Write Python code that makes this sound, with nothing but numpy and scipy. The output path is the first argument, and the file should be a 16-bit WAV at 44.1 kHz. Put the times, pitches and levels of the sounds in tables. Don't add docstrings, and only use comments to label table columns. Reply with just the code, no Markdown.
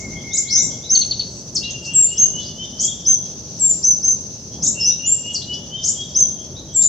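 import sys
import numpy as np
from scipy import signal
from scipy.fft import rfft, irfft, next_fast_len
from scipy.io import wavfile
from scipy.ndimage import uniform_filter1d, minimum_filter1d, map_coordinates

SR = 44100
rng = np.random.default_rng(int(sys.argv[2]) if len(sys.argv) > 2 else 0)


def transcribe(u):
    v = np.clip(np.atleast_2d(u).T, -1, 1)
    q = np.round(v * 32767).astype(np.int16)
    wavfile.write(sys.argv[1], SR, q)


N = 303408



def sunbird():
    whistles = arched_whistles() + high_whistles() + lifting_whistles()
    return panned(whistles + slurs() + double_chips() + drops(), left_db=2.5)


# share of the note's length, pitch ratio, level in dB.
ARCH_SHAPE = [(0, .73, -30), (.09, .86, -13), (.18, .955, -3), (.3, 1.003, .5), (.6, .998, -1),
              (.86, .988, 0), (.95, .97, -1), (1, .9, -12)]
# start in seconds, pitch in Hz, level in dB.
ARCHES = [(0.889, 6326, -9.5), (2.167, 6410, -10), (3.049, 6252, -10.5), (3.825, 6197, -9),
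          (4.02, 6280, -12), (6.143, 6284, -9.5)]
ARCH_S = .099


def arched_whistles():
    rows = [(s, ARCH_S, hz, db) for s, hz, db in ARCHES]
    return calls(ARCH_SHAPE, rows, waver=.0035, wet_db=0, late_db=-6, rasp=.015)


# share of the note's length, pitch ratio, level in dB.
HIGH_SHAPE = [(0, 1.07, -24), (.07, 1.055, -11), (.15, 1, -4), (.27, .992, -2), (.45, 1.002, 0),
              (.68, .988, -3), (.8, .975, 0), (.92, .95, 0), (1, .955, -10)]
# start in seconds, length in seconds, pitch in Hz, level in dB.
HIGH_NOTES = [(1.934, 0.13, 7540, -9.5), (3.592, 0.14, 7442, -11.5), (6.74, .137, 7387, -10.5)]


def high_whistles():
    return calls(HIGH_SHAPE, HIGH_NOTES, waver=.002, wet_db=-3, late_db=-7)


# share of the note's length, pitch ratio, level in dB.
LIFT_SHAPE = [(0, .88, -24), (.14, .94, -8), (.3, .97, -2), (.6, .995, -3), (.88, 1.01, 1), (1, 1, -16)]
# start in seconds, length in seconds, pitch in Hz, level in dB.
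LIFT_NOTES = [(5.051, .092, 7366, -11)]


def lifting_whistles():
    return calls(LIFT_SHAPE, LIFT_NOTES, waver=.002, wet_db=-1, late_db=-5)


# share of the note's length, pitch ratio, level in dB.
WARBLE_SHAPE = [(0, .87, -18), (.13, .93, -7), (.26, .875, -8), (.42, .9, -5), (.57, 1.02, -3), (.85, 1, 0),
                (.93, .99, 0), (1, .95, -12)]
SWEEP_SHAPE = [(0, .62, -20), (.07, .68, -15), (.13, .77, -12), (.2, .97, -5), (.3, 1.01, -1),
               (.5, 1.06, 0), (.7, 1.14, -6), (.9, 1.24, -7), (1, 1.23, -20)]
# start in seconds, length in seconds, pitch in Hz, level in dB.
WARBLE_NOTES = [(0.516, .098, 5906, -11), (4.798, .115, 5938, -10)]
SWEEP_NOTES = [(0.475, 0.18, 5977, -13)]


def slurs():
    warbles = calls(WARBLE_SHAPE, WARBLE_NOTES, waver=.0071, wet_db=-.5, late_db=-4.5)
    sweeps = calls(SWEEP_SHAPE, SWEEP_NOTES, waver=.0089, wet_db=5.5, late_db=-9)
    return warbles + sweeps


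# share of the note's length, pitch ratio, level in dB.
LEAD_SHAPE = [(0, .73, -18), (.2, .93, -2), (.4, 1, 0), (.7, 1.09, -2), (.85, 1.2, -13), (1, 1.4, -24)]
FLICK_SHAPE = [(0, .69, -14), (.3, .87, 4), (.52, 1, 7), (.72, 1.09, 10), (.9, 1.16, 5), (1, 1.13, -14)]
# start of the lead-in in seconds, its pitch in Hz, its level in dB.
DOUBLE_CHIPS = [(-.2, 7050, -13.5), (.326, 6760, -16), (2.789, 6270, -15), (4.619, 6480, -14.5),
                (5.83, 6340, -16)]
LEAD_S, FLICK_AFTER_S, FLICK_S, FLICK_HZ = .045, .041, .028, 6490
FLICK_DB = -3.5


def double_chips():
    lead_rows = [(s, LEAD_S, hz, db) for s, hz, db in DOUBLE_CHIPS]
    flick_rows = [(s + FLICK_AFTER_S, FLICK_S, FLICK_HZ, db + FLICK_DB) for s, _, db in DOUBLE_CHIPS]
    leads = calls(LEAD_SHAPE, lead_rows, waver=.035, wet_db=3, late_db=-16, rasp=.21)
    flicks = calls(FLICK_SHAPE, flick_rows, waver=.015, wet_db=1.5, late_db=-8, rasp=.11)
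    return leads + flicks


# share of the note's length, pitch ratio, level in dB.
DROP_SHAPE = [(0, 1.6, -26), (.2, 1.28, -7), (.32, 1.08, 0), (.55, .9, -1), (.75, .83, -6), (1, .81, -18)]
# start in seconds, length in seconds, pitch in Hz, level in dB.
DROP_NOTES = [(1.546, .038, 5440, -13), (5.333, .046, 5370, -16)]


def drops():
    return calls(DROP_SHAPE, DROP_NOTES, waver=.025, wet_db=0, late_db=-7, rasp=.12)


def other_birds():
    short_notes = ticks() + chips() + rasps() + pips()
    long_notes = peeps() + piping_trill() + climbing_whistles() + thin_whistles()
    return panned(short_notes + long_notes, left_db=2.4)


# share of the note's length, pitch ratio, level in dB.
TICK_SHAPE = [(0, 1.0, -16), (.15, 1.015, 0), (.4, .975, 0), (.58, .85, -13), (.8, .68, -23), (1, .52, -33)]
# start in seconds, length in seconds, pitch in Hz, level in dB.
TICK_NOTES = [(.949, .028, 4450, -13), (1.012, .029, 4370, -14), (1.108, .029, 4500, -14),
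              (1.192, .027, 4500, -14.5)]


def ticks():
    return calls(TICK_SHAPE, TICK_NOTES, waver=.014, wet_db=-3.5, late_db=-5, rasp=.1, side_db=-11)


# start in seconds, length in seconds, pitch in Hz, level in dB.
CHIP_NOTES = [(1.622, 0.034, 3900, -34.5), (1.695, .022, 6035, -33.5), (1.697, .018, 3210, -43),
              (5.411, .022, 3800, -37)]


def chips():
    return calls(FLICK_SHAPE, CHIP_NOTES, waver=.027, wet_db=3.5, late_db=-5.5, rasp=.16)


# share of the note's length, pitch ratio, level in dB.
PIP_SHAPE = [(0, .85, -12), (.35, .94, -1), (.7, .99, 0), (1, 1.02, -7)]
# start in seconds, length in seconds, pitch in Hz, level in dB.
RASP_NOTES = [(1.84, .045, 5690, -26), (2.059, 0.047, 4370, -41), (2.383, 0.14, 4866, -36),
              (3.619, .05, 3400, -47.5), (5.527, 0.023, 5310, -25.5), (6.817, 0.027, 6120, -21.5)]


def rasps():
    return calls(PIP_SHAPE, RASP_NOTES, waver=.11, wet_db=2, late_db=-11, rasp=.32)


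# first pip in seconds, last pip in seconds, pitch in Hz, level in dB.
PIP_BOUTS = [(0.307, 0.824, 3940, -32), (4.64, 4.895, 3940, -35.5), (6.55, 6.801, 3985, -35)]
PIP_GAP_S, PIP_S = .26, .046


def pips():
    rows = []
    for first, last, hz, db in PIP_BOUTS:
        count = 1 + round((last - first) / PIP_GAP_S)
        rows += [(s, PIP_S, hz, db) for s in np.linspace(first, last, count)]
    return calls(PIP_SHAPE, rows, waver=.012, wet_db=4, late_db=-2, rasp=.08)


# share of the note's length, pitch ratio, level in dB.
WHISTLE_SHAPE = [(0, .982, -14), (.25, .99, -3), (.6, 1, 0), (.85, 1.003, -1), (1, .992, -12)]
# start in seconds, level in dB.
PEEPS = [(0.147, -41.5), (.43, -43), (0.691, -43), (4.51, -46), (6.37, -41), (6.68, -44.5)]
PEEP_S, PEEP_HZ = .07, 3300


def peeps():
    rows = [(s, PEEP_S, PEEP_HZ, db) for s, db in PEEPS]
    return calls(WHISTLE_SHAPE, rows, waver=.035, wet_db=3, late_db=4)


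# share of the note's length, pitch ratio, level in dB.
HOOT_SHAPE = [(0, .995, -9), (.14, 1.005, 0), (.22, 1.06, -9), (.3, 1.01, 0), (.6, 1.005, -1), (1, .99, -8)]
TRILL_START_S, TRILL_GAP_S, HOOT_S, HOOT_HZ = -.093, .109, .085, 2139
TRILL_DB, TRILL_SWELL_DB = -34.5, 1.5


def piping_trill(count=7):
    rows = []
    for k in range(count):
        level = TRILL_DB + TRILL_SWELL_DB * k / (count - 1)
        rows.append((TRILL_START_S + k * TRILL_GAP_S, HOOT_S, HOOT_HZ, level))
    return calls(HOOT_SHAPE, rows, waver=.004, wet_db=-2, late_db=0, late_t60=1.15, side_db=-9.5)


# start in seconds, level in dB.
SERIES = [(1.613, -27), (4.75, -28)]
WHISTLE_GAP_S, WHISTLE_S, WHISTLE_HZ = .241, .0897, 2806
CLIMB_HZ, CLIMB_POWER = 487, 2.2
STRAY_HZ, STRAY_DB = 15.9, .74
UPPER_AFTER_S, UPPER_S = .048, .05
UPPER_RATIO, UPPER_TOP_HZ = 1.155, 3580
UPPER_DB, UPPER_GROWS_DB = -15, 8.5


def climbing_whistles(count=6):
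    lower, upper = [], []
    for start, db in SERIES:
        for k, u in enumerate(np.linspace(0, 1, count)):
            tune, loud = rng.standard_normal(2)
            s = start + k * WHISTLE_GAP_S
            hz = WHISTLE_HZ + CLIMB_HZ * u ** CLIMB_POWER + STRAY_HZ * tune
            level = db + STRAY_DB * loud
            lower.append((s, WHISTLE_S, hz, level))
            upper_hz = min(hz * UPPER_RATIO, UPPER_TOP_HZ)
            upper_level = level + UPPER_DB + UPPER_GROWS_DB * u
            upper.append((s + UPPER_AFTER_S, UPPER_S, upper_hz, upper_level))
    whistles = calls(WHISTLE_SHAPE, lower, waver=.006, wet_db=0, late_db=5, late_t60=1.3,
                     rasp=.035, side_db=-8)
    overlaps = calls(WHISTLE_SHAPE, upper, waver=.033, wet_db=3, late_db=7.5, late_t60=1.6, side_db=-11)
    return whistles + overlaps


# start in seconds, length in seconds, pitch in Hz, level in dB.
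THIN_NOTES = [(1.245, 0.16, 7740, -51), (1.79, 0.084, 7620, -48)]


def thin_whistles():
    return calls(WHISTLE_SHAPE, THIN_NOTES, waver=.011, wet_db=8.5, late_db=-.5)


def background():
    return insect_chorus() + distant_rumble() + air_hiss()


# frequency in Hz, relative density in dB per Hz.
INSECT_SPECTRUM = [(1800, -46.5), (2600, -26.5), (3500, -25), (4200, -18.5), (4800, -17.5), (5550, -8),
                   (6150, 0), (6550, -11), (7000, -21.5), (8200, -38.5), (10000, -46.5)]


def insect_chorus():
    shimmer_db = 1.1 * wobble(2, N) + 1.7 * wobble(35, N)
    hiss = amp(-37 + shimmer_db) * rush(INSECT_SPECTRUM, side_db=-1)
    high_strokes = twitter(hz=6100, rate=22, db=-42, length=.022)
    low_strokes = twitter(hz=4800, rate=23, db=-47, length=.018)
    return hiss + high_strokes + low_strokes


def twitter(hz, rate, db, length):
    out = np.zeros(N + SR)
    fall = [(0, 1.06, -8), (.4, 1, 0), (1, .9, -8)]
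    for k, (late, tune, loud) in enumerate(rng.standard_normal((int(N / SR * rate), 3))):
        stroke = amp(db + 2 * loud) * note(fall, length, hz * (1 + .02 * tune), waver=.011)
        start = int(abs(k + .15 * late) / rate * SR)
        out[start:start + len(stroke)] += stroke
    swelling = out[:N] * amp(2 * wobble(3, N))
    return foliage(swelling, wet_db=-3, late_db=-8, late_t60=.6)[:, :N]


# frequency in Hz, relative density in dB per Hz.
RUMBLE_SPECTRUM = [(15, -53.5), (25, -38.5), (65, -2), (156, 1), (232, -2.5), (294, -8), (393, -8.5),
                   (438, -12), (629, -13), (727, -21), (811, -19.5), (1100, -28.5), (1900, -38.5),
                   (2470, -82.5), (4180, -120)]


def distant_rumble():
    level = amp(-36.5 + 1.5 * wobble(6.1, N))
    return panned(level * rush(RUMBLE_SPECTRUM, side_db=-17.5), left_db=1.47)


# frequency in Hz, relative density in dB per Hz.
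AIR_SPECTRUM = [(1000, 8), (2500, 2), (8000, -2), (11000, -6.5), (15500, -11)]


def air_hiss():
    return amp(-57) * rush(AIR_SPECTRUM, side_db=-5)


def calls(shape, rows, waver, wet_db, late_db, late_t60=.76, rasp=0, side_db=-3):
    out = np.zeros((2, N))
    for s, length, hz, db in rows:
        direct = amp(db) * note(shape, length, hz, waver, rasp)
        add(out, s, foliage(direct, wet_db, late_db, late_t60, side_db))
    return out


def note(shape, length, hz, waver, rasp=0):
    size = int(length * SR)
    u = np.linspace(0, 1, size)
    share, ratio, db = np.transpose(shape)
    pitch = hz * uniform_filter1d(np.interp(u, share, ratio), size=160, mode="nearest")
    phase = 2 * np.pi * np.cumsum(pitch * (1 + waver * wobble(450, size))) / SR
    to_edge_s = np.minimum(u, 1 - u) * length
    edges = np.sin(np.pi / 2 * np.clip(to_edge_s / .002, 0, 1)) ** 2
    pressure = amp(np.interp(u, share, db) + .57 * wobble(82, size)) * edges
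    phase += rasp * (wobble(3000, size) + .16 * wobble(8000, size))
    return np.sqrt(2) * pressure * np.sin(phase)


def foliage(x, wet_db, late_db, late_t60, side_db=-3):
    t = np.arange(int(.9 * SR)) / SR
    near_t60 = .2
    near, late = amp(-60 * t / near_t60), amp(-60 * t / late_t60)
    onset = 1 - np.exp(-t / .003)
    fade = (unit(near) + amp(late_db) * unit(late)) * onset
    paths = amp(wet_db) * noise_pair(side_db, len(t)) * fade / np.linalg.norm(fade)
    paths[:, 0] += 1
    return signal.fftconvolve(x[None], paths, axes=1) / np.sqrt(1 + amp(2 * wet_db))


def rush(spectrum, side_db):
    f, db = np.transpose(spectrum)
    white = noise_pair(side_db, N)
    return unit(filtered(white, lambda hz: amp(np.interp(np.log(hz + 1), np.log(f), db))))


def noise_pair(side_db, size):
    mid, side = rng.standard_normal((2, size))
    return unit(np.array([mid + amp(side_db) * side, mid - amp(side_db) * side]))


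def filtered(x, response):
    m = next_fast_len(N + 8192)
    return irfft(rfft(x, m) * response(np.fft.rfftfreq(m, 1 / SR)), m)[..., :N]


def wobble(rate, size):
    knots = rng.standard_normal(int(size * rate / SR) + 4)
    return map_coordinates(knots, [np.arange(size) * rate / SR])


def panned(x, left_db):
    return x * amp([[left_db / 2], [-left_db / 2]])


def add(out, s, sound):
    start = round(s * SR)
    sound, start = sound[:, max(-start, 0):], max(start, 0)
    out[:, start:start + sound.shape[1]] += sound[:, :max(N - start, 0)]


def amp(db):
    return 10 ** (np.asarray(db) / 20)


def unit(x):
    return x / np.sqrt(np.mean(x ** 2) + 1e-20)


def scene():
    return sunbird() + other_birds() + background()


def record(dry):
    ceiling, hold, top_hz = .8, 441, 15800
    needed = np.minimum(1, ceiling / (np.abs(dry).max(axis=0) + 1e-9))
    held = minimum_filter1d(needed, size=hold, origin=hold // 2)
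    gain = uniform_filter1d(held, size=3)
    return filtered(dry * gain, lambda hz: hz < top_hz)


dry = scene()
out = record(dry)
transcribe(out)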